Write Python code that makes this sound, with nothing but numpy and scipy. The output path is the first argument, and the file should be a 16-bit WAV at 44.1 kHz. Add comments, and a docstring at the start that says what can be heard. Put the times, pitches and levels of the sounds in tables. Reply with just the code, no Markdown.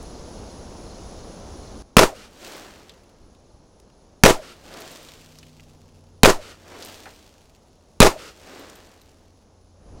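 """Soft wind and insects in the grass on an outdoor range; both drop abruptly just before the first shot.
Four pistol shots overload the nearby microphone. Each blast slaps back from the ground, target stand
and earth berm, then rolls back from distant trees. Dirt thrown up by the bullets patters down, with
ticking clods and bouncing chips. Far off, an engine hum swells around the third shot."""
import sys
import numpy as np
from scipy import signal
from scipy.fft import rfft, irfft, next_fast_len
from scipy.io import wavfile
from scipy.ndimage import map_coordinates

SR = 44100
rng = np.random.default_rng(int(sys.argv[2]) if len(sys.argv) > 2 else 0)


def put_to_file(sound):
    """Save the sound as 16-bit audio at rate SR, in the file named by the first command-line argument."""
    columns = np.atleast_2d(sound).T  # one column per channel
    safe = np.clip(columns, -1, 1)
    whole_steps = np.round(safe * 32767)
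    wavfile.write(sys.argv[1], SR, whole_steps.astype(np.int16))


N = 441000
TIME = np.arange(N) / SR
AGE = np.arange(round(1.6 * SR)) / SR  # seconds since a shot or an impact


def amp(db):
    """Decibels to gain."""
    return 10 ** (np.asarray(db) / 20)


def unit(x):
    """Scale to rms 1."""
    return x / np.sqrt(np.mean(x ** 2) + 1e-20)


def filtered(x, response):
    """x shaped by a gain that depends on frequency."""
    size = next_fast_len(len(x) + 8192)
    return irfft(rfft(x, size) * response(np.fft.rfftfreq(size, 1 / SR)), size)[:len(x)]


def coloured(x, spectrum):
    """x shaped by a (Hz, dB) spectrum, at rms 1."""
    knots_hz, db = np.transpose(spectrum)
    return unit(filtered(x, lambda hz: amp(np.interp(np.log(hz + 1), np.log(knots_hz), db))))


def band(centre_hz, width_hz, size):
    """Noise in one resonance, at rms 1."""
    noise = rng.standard_normal(size)
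    return unit(filtered(noise, lambda hz: 1 / (1 + ((hz - centre_hz) / width_hz) ** 2)))


def wobble(rate, size):
    """A smooth random curve, rate knots a second."""
    knots = rng.standard_normal(int(size * rate / SR) + 4)
    return map_coordinates(knots, [np.arange(size) * rate / SR])


def phase(hz):
    """Running phase of a moving frequency."""
    return 2 * np.pi * np.cumsum(hz) / SR


def add(track, s, sound):
    """Mix a sound into the track at s seconds."""
    part = track[max(0, round(s * SR)):][:len(sound)]
    part += sound[:len(part)]


def swell(t, full_s, rise, hold_s, fall):
    """A gain that rises to 1 at full_s, holds and falls away; rise and fall are in dB a second."""
    return amp(-rise * np.maximum(full_s - t, 0) - fall * np.maximum(t - full_s - hold_s, 0))


def background(db, early_db, end_swell):
    """Gain of a background layer: it drops by early_db to db, eases off slowly and swells at the end."""
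    drop_s, return_s = 1.823, 9.726
    easing_db = 0.42 * (TIME - drop_s)
    late_db = end_swell * 34 * np.maximum(TIME - return_s, 0)
    return amp(db + early_db * (TIME < drop_s) - easing_db + late_db)


# Wind over the open range. Each row: frequency in Hz, spectral level in dB.
WIND_SPECTRUM = [(12, -31.5), (20, 0), (54, 0), (103, -4.5), (135, -11), (197, -5.5), (361, -9.5),
                 (484, -9), (853, -15), (2010, -31.5), (3000, -34), (3900, -60), (6600, -120)]
# Gusts right on the microphone. Each row: peak time in seconds, level in dB, half-width in seconds.
GUSTS = [(.05, -45.5, .25), (3.276, -54.5, .07), (3.556, -52, 0.055), (9.93, -48, .08)]

def wind():
    """Soft outdoor rush, with gusts that buffet the microphone."""
    rush = coloured(rng.standard_normal(N), WIND_SPECTRUM) * amp(0.39 * wobble(10, N))
    rumble = unit(band(37, 64, N) * amp(3.3 * wobble(13, N)))
    gusts = sum(amp(db) * np.exp(-((TIME - s) / width) ** 2) for s, db, width in GUSTS)
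    buffet = background(-65, early_db=7, end_swell=1.3) + gusts
    return background(-53, early_db=13, end_swell=1.2) * rush + buffet * rumble


# Insects some way off in the grass. Each row: frequency in Hz, spectral level in dB.
CHORUS_SPECTRUM = [(1500, -23.5), (2500, -10.5), (3600, -3.5), (4300, -3.5), (5300, 0), (6700, -0.5),
                   (7300, -8), (8800, -17), (11000, -24.5), (16000, -26.5)]

def insects():
    """A distant chorus, a cricket's pulsed chirps and a high buzzing katydid."""
    def beat(hz):
        return (1 + np.sin(phase(hz * (1 + 0.036 * wobble(4.3, N))))) / 2

    chorus = coloured(rng.standard_normal(N), CHORUS_SPECTRUM) * amp(0.44 * wobble(25, N))
    cricket = amp(-4) * band(4250, 70, N) * beat(22) ** 2 * beat(2.6)
    buzz = amp(-9.5) * band(10400, 200, N) * beat(72)
    rasp = amp(-8.5) * band(9850, 300, N) * (.45 + .65 * beat(4.1))
    return background(-66.5, early_db=14, end_swell=.8) * (chorus + cricket + buzz + rasp)


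# The clods and clicks that stand out at the microphone.
# Each row: start in seconds, relative level in dB, pitch in Hz, time to fade 60 dB in seconds.
TICKS = [(0.027, -35, 8060, .026), (.191, -40, 3000, 0.013), (2.8945, -30.5, 3670, .06),
         (3.349, -45, 3500, .033), (3.7996, -36.5, 4120, 0.013), (3.9006, -45, 2600, .023),
         (4.739, -29.5, 4500, .035), (4.805, -32, 10800, .026), (5.0865, -31, 3520, 0.053),
         (5.3868, -32.5, 5500, .042), (5.4296, -33, 2720, .037), (5.597, -35.5, 2610, .034),
         (5.8876, -44, 3020, .03), (6.8238, -26, 4970, .077), (7.057, -29.5, 1720, 0.14),
         (7.062, -29.5, 760, .15), (8.416, -41, 7460, 0.021), (8.4635, -43, 7900, .02),
         (8.6984, -32, 6000, 0.028), (9.015, -39, 4000, 0.025)]

def ticks():
    """Small dry contacts: a short broad click on a quickly damped resonance."""
    out, t = np.zeros(N), AGE[:SR // 4]
    for s, db, hz, t60 in TICKS:
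        body = band(hz, 0.29 * hz, len(t)) * amp(-60 * t / t60)
        click = amp(-1.5) * band(1.3 * hz, 1.3 * hz, len(t)) * amp(-60 * t / 0.016)
        add(out, s, amp(db - 11) * (body + click))
    return out


# The pistol, close to the microphone. Each row: start in seconds, blast gain in dB, crack pitch in Hz,
# side bank gain in dB, tree echo gain in dB, microphone swing in Hz, swing level in dB.
SHOTS = [(1.9677, -1, 2564, -1.5, -0.5, 13.3, -11), (4.2362, -.5, 5960, -0.5, -0.5, 10.6, -12.5),
         (6.233, -1, 3020, 0.5, -1, 10, -10.5), (8.003, -0.5, 3914, 2.5, -1.5, 16, -3.5)]

def pistol():
    """Every shot with its near and far echoes, all over the same terrain."""
    out, terrain = np.zeros(N), rng.standard_normal(len(AGE))
    for s, db, crack_hz, bank_db, trees_db, swing_hz, swing_db in SHOTS:
        blast = muzzle() + target_stand() + near_echoes(terrain) + grazing_echo()
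        echoes = amp(bank_db) * bank_echo() + amp(trees_db) * tree_echo()
        add(out, s, amp(db) * blast + echoes + microphone_swing(swing_hz, swing_db))
        add(out, s, amp(db) * crack_edge(crack_hz))
    return out


# The muzzle crack at close range. Each row: frequency in Hz, spectral level in dB.
CRACK_SPECTRUM = [(100, -12.5), (600, 6), (1500, 4), (3000, -3), (6000, -6.5), (10000, -12.5), (16000, -22)]

def muzzle():
    """Turbulent gas cracks over a low thump and a pressure jump that ends in shallow suction."""
    gas = coloured(rng.standard_normal(len(AGE)), CRACK_SPECTRUM)
    crack = amp(13.5) * gas * np.exp(-(AGE / 0.0019) ** 2)
    thump = -amp(3.5) * np.sin(2 * np.pi * 208 * AGE) * np.exp(-(AGE / 0.0067) ** 2)
    jump_s, push_s = 0.002, 0.021
    progress = np.maximum(AGE - jump_s, 0) / push_s
    shock = amp(-3.5) * (AGE >= jump_s) * (1 - progress) * np.exp(-progress)
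    return crack + thump + shock


def crack_edge(hz):
    """Each crack is brightest around its own pitch, which dies away with the near echoes."""
    t = AGE[:SR // 4]
    return band(hz, 350, len(t)) * amp(-13.5 - 60 * t / 0.14)


def microphone_swing(hz, db):
    """The overloaded microphone swings back to rest within a cycle or so."""
    return -amp(db) * np.sin(2 * np.pi * hz * AGE) * np.exp(-(AGE * hz / .95) ** 2)


# Surfaces near the firing point.
# Each row: delay in seconds, slap level in dB, slap pitch in Hz, reflected crack level in dB.
SURFACES = [(.0045, -0.5, 444.8, -7.5), (0.0161, -6, 1320, -3.5), (0.024, 7.5, 520.3, -1.5),
            (0.0282, 0.5, 680, -8), (.031, -0.5, 800, -16), (0.0337, -2, 480, -23),
            (0.0436, 0.5, 394.4, -17.5), (.053, -0.5, 520, -21), (0.061, -2.5, 570, -15.5),
            (0.0659, 0.5, 625, -14.5), (0.071, -2, 390.6, -18.5)]

def near_echoes(terrain):
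    """Near surfaces throw back the blast as slaps, short cracks and rough scatter."""
    slaps = sum(amp(db + rng.normal(0, 1)) * slap(delay, hz) for delay, db, hz, _ in SURFACES)
    bursts = sum(amp(db) * np.exp(-((AGE - delay - .001) / 0.0018) ** 2) for delay, _, _, db in SURFACES)
    cracks = bursts * coloured(rng.standard_normal(len(AGE)), CRACK_SPECTRUM)
    return slaps + cracks + scatter(terrain)


def slap(delay, hz):
    """A broad surface returns the blast as a couple of fading cycles."""
    cycles = np.maximum(AGE - delay, 0) * hz
    return np.sin(2 * np.pi * cycles) * np.exp(-cycles / 0.96)


# Scatter off the rough ground and berm. Each row: frequency in Hz, spectral level in dB.
SCATTER_SPECTRUM = [(30, -13), (90, -7), (210, -10.5), (320, -1.5), (430, 0.5), (530, 2.5), (660, -1.5),
                    (800, -2.5), (1050, -2.5), (1450, -9), (2000, -11.5), (3200, -15.5), (7000, -17),
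                    (10000, -23.5), (16000, -32)]

def scatter(terrain):
    """The berm scatters steadily while the blast crosses it, and every slap drags a short trail."""
    def shared(hz):  # the lows repeat from shot to shot; the fine detail changes
        return np.cos(.3) / (1 + (hz / 2600) ** 2)

    fresh = filtered(rng.standard_normal(len(AGE)), lambda hz: np.sqrt(1 - shared(hz) ** 2))
    noise = coloured(filtered(terrain, shared) + fresh, SCATTER_SPECTRUM)
    berm = amp(-14.5) * swell(AGE, full_s=0, rise=0, hold_s=0.066, fall=339.5)
    trails = [(AGE >= delay) * amp(db - 15 - 60 * np.abs(AGE - delay) / 0.041)
              for delay, db, _, _ in SURFACES]
    return noise * np.linalg.norm([berm, *trails], axis=0)


# Modes of the target stand downrange.
# Each row: frequency in Hz, level in dB, time to fade 60 dB in seconds.
STAND_MODES = [(565, -16.5, 0.024), (884, -20, 0.099), (1283, -11, 0.059), (2460, -16, .035)]

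def target_stand():
    """The wooden stand rings briefly as the blast passes."""
    t = np.maximum(AGE - .0115, 0)
    return sum(amp(db + rng.normal(0, 4.4) - 60 * t / t60) * np.sin(2 * np.pi * hz * t)
               for hz, db, t60 in STAND_MODES)


def grazing_echo():
    """Evenly spaced surfaces answer at ever wider intervals: a short, rough, falling note."""
    full_s, focus_s = .102, .164
    hz = 1000 * np.maximum(AGE / full_s, .5) ** -1.03
    focus_db = 9 * np.exp(-((AGE - focus_s) / .009) ** 2)  # one surface stands out
    ripple_db = 2.5 * np.cos(2 * np.pi * (AGE - focus_s) / .021)  # the others ripple the note
    level = amp(-32 + ripple_db + focus_db) * swell(AGE, full_s, rise=499, hold_s=0, fall=189.5)
    turn = phase(hz * (1 + 0.032 * wobble(300, len(AGE))))
    # slight unevenness in the spacing smears the note
    smear = wobble(260, len(AGE)) * np.cos(turn) + wobble(260, len(AGE)) * np.sin(turn)
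    return level * (np.sin(turn) + .5 * smear)


# The bank off to one side. Each row: frequency in Hz, spectral level in dB.
BANK_SPECTRUM = [(100, -5.5), (500, 1.5), (850, -9), (2000, -6), (6000, -11), (9000, -17.5), (16000, -30)]
# Its resonances. Each row: centre in Hz, width in Hz, level in dB.
BANK_RESONANCES = [(1328.4, 160, -8), (2830, 300, -12.5), (4500, 500, -15)]

def bank_echo():
    """The side bank gives a short, hollow answer a fifth of a second after the shot."""
    hollow = sum(amp(db) * band(hz, width, len(AGE)) for hz, width, db in BANK_RESONANCES)
    wash = coloured(rng.standard_normal(len(AGE)), BANK_SPECTRUM)
    level = amp(-45.5) * swell(AGE, full_s=0.19, rise=332.5, hold_s=0.095, fall=294)
    return (wash + hollow) * level


# The roll from the distant trees. Each row: frequency in Hz, spectral level in dB.
TREE_SPECTRUM = [(100, -15.5), (280, 2.5), (600, 1.5), (950, -4.5), (1600, -5.5), (3000, -13.5),
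                 (6000, -18), (10000, -34.5), (16000, -42.5)]

def tree_echo():
    """Countless trunks and leaves return a grainy roll."""
    grains = rng.standard_normal(len(AGE)) * amp(1.4 * wobble(500, len(AGE)))
    level = swell(AGE, full_s=0.49, rise=107.5, hold_s=0.1, fall=39)
    return coloured(grains, TREE_SPECTRUM) * level * amp(-42 + .49 * wobble(4, len(AGE)))


# Dirt raining back downrange after each bullet.
# Each row: time it is thickest in seconds, level in dB, rise and nominal fall in dB a second.
SHOWERS = [(2.45, -45.5, 111.5, 48), (4.821, -47.5, 48, 23), (6.831, -47.5, 65.5, 35.5),
           (8.52, -52.5, 37.5, 29)]
# Falling sand as it reaches the microphone. Each row: frequency in Hz, spectral level in dB.
SAND_SPECTRUM = [(500, -6.5), (1500, -7.5), (3000, 1), (5500, -2.5), (8000, -5.5), (11500, -15),
                 (14000, -12), (16000, -15.5)]

def dirt():
    """Sand patters down in a hiss of many small impacts; coarser grit trickles on for longer."""
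    def showers(linger):
        return sum(amp(db) * swell(TIME, s, rise, hold_s=0.1, fall=fall / linger)
                   for s, db, rise, fall in SHOWERS)

    sand = coloured(impacts(per_s=440, spread_db=5) + 1.4 * rng.standard_normal(N), SAND_SPECTRUM)
    t = AGE[:SR // 10]
    crumble = rng.standard_normal(len(t)) * amp(-60 * t / .015)
    crumbs = signal.fftconvolve(impacts(per_s=32, spread_db=2), crumble)[:N]
    grit = amp(-8) * coloured(crumbs, SAND_SPECTRUM)
    return showers(linger=0.95) * sand + showers(linger=1.4) * grit


def impacts(per_s, spread_db):
    """Grains landing at random: impulses of uneven size, at rms 1."""
    sizes = amp(spread_db * np.minimum(rng.exponential(size=N), 4)) * rng.choice([-1, 1], N)
    return unit(sizes * (rng.random(N) < per_s / SR))


# Hard chips in the falling dirt. Each row: start in seconds, relative level in dB, ring pitch in Hz.
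CHIPS = [(2.162, -45.5, 14900), (2.479, -43, 15700), (2.567, -39, 15400), (4.915, -37, 14000),
         (5.031, -42, 13700), (6.849, -30, 13400), (7.0, -45, 13800), (7.147, -52, 15100),
         (8.594, -41, 14030), (8.755, -40, 13800), (9.016, -49, 13800)]

def chips():
    """Hard chips bouncing: a tiny click and two very high modes."""
    out, t = np.zeros(N), AGE[:SR // 4]
    for s, db, hz in CHIPS:
        ring = band(hz, 200, len(t)) + amp(-11) * band(0.58 * hz, 150, len(t))
        click = amp(9) * band(0.66 * hz, 3500, len(t)) * amp(-60 * t / 0.015)
        add(out, s, amp(db - 15.5) * (click + ring * amp(-60 * t / 0.096)))
    return out


# An engine far from the microphone.
# Each row: time in seconds, shaft speed in Hz, firing tone level in dB, upper tones' level in dB.
ENGINE_RUN = [(4, 31.5, -67.5, -71.5), (5.1, 30.8, -63.5, -57.5), (5.5, 30.74, -55, -51),
              (6.1, 30.18, -50.5, -60), (7, 30, -56.5, -69.5), (7.7, 29.58, -65, -69.5),
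              (9.3, 29.8, -57.5, -72), (10, 28.5, -54, -68)]
# Its upper tones. Each row: multiple of the shaft speed, level offset in dB.
ENGINE_ORDERS = [(5, 1), (8, -4.5)]

def engine():
    """Only the low orders of the engine carry this far: its firing tone and two upper ones."""
    times, *columns = np.transpose(ENGINE_RUN)
    shaft_hz, firing_db, upper_db = (np.interp(TIME, times, column) for column in columns)
    turn = phase(shaft_hz * (1 + 0.0063 * wobble(1.5, N)))

    def tone(order, db):
        return amp(db + .83 * wobble(3.2, N)) * np.sin(order * turn)

    return tone(order=3, db=firing_db) + sum(tone(order, upper_db + db) for order, db in ENGINE_ORDERS)


def scene():
    """The whole range from one microphone near the pistol."""
    return (pistol() + dirt() + chips() + ticks() + insects() + wind() + engine())[None]


def record(dry):
    """The microphone input clips at full scale, and the treble ends steeply at 16 kHz."""
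    clipped = dry / (1 + np.abs(dry) ** 8) ** (1 / 8)
    lowpass = signal.ellip(10, .2, 70, 16000, fs=SR, output="sos")
    return signal.sosfilt(lowpass, clipped)


dry = scene()
out = record(dry)
put_to_file(out)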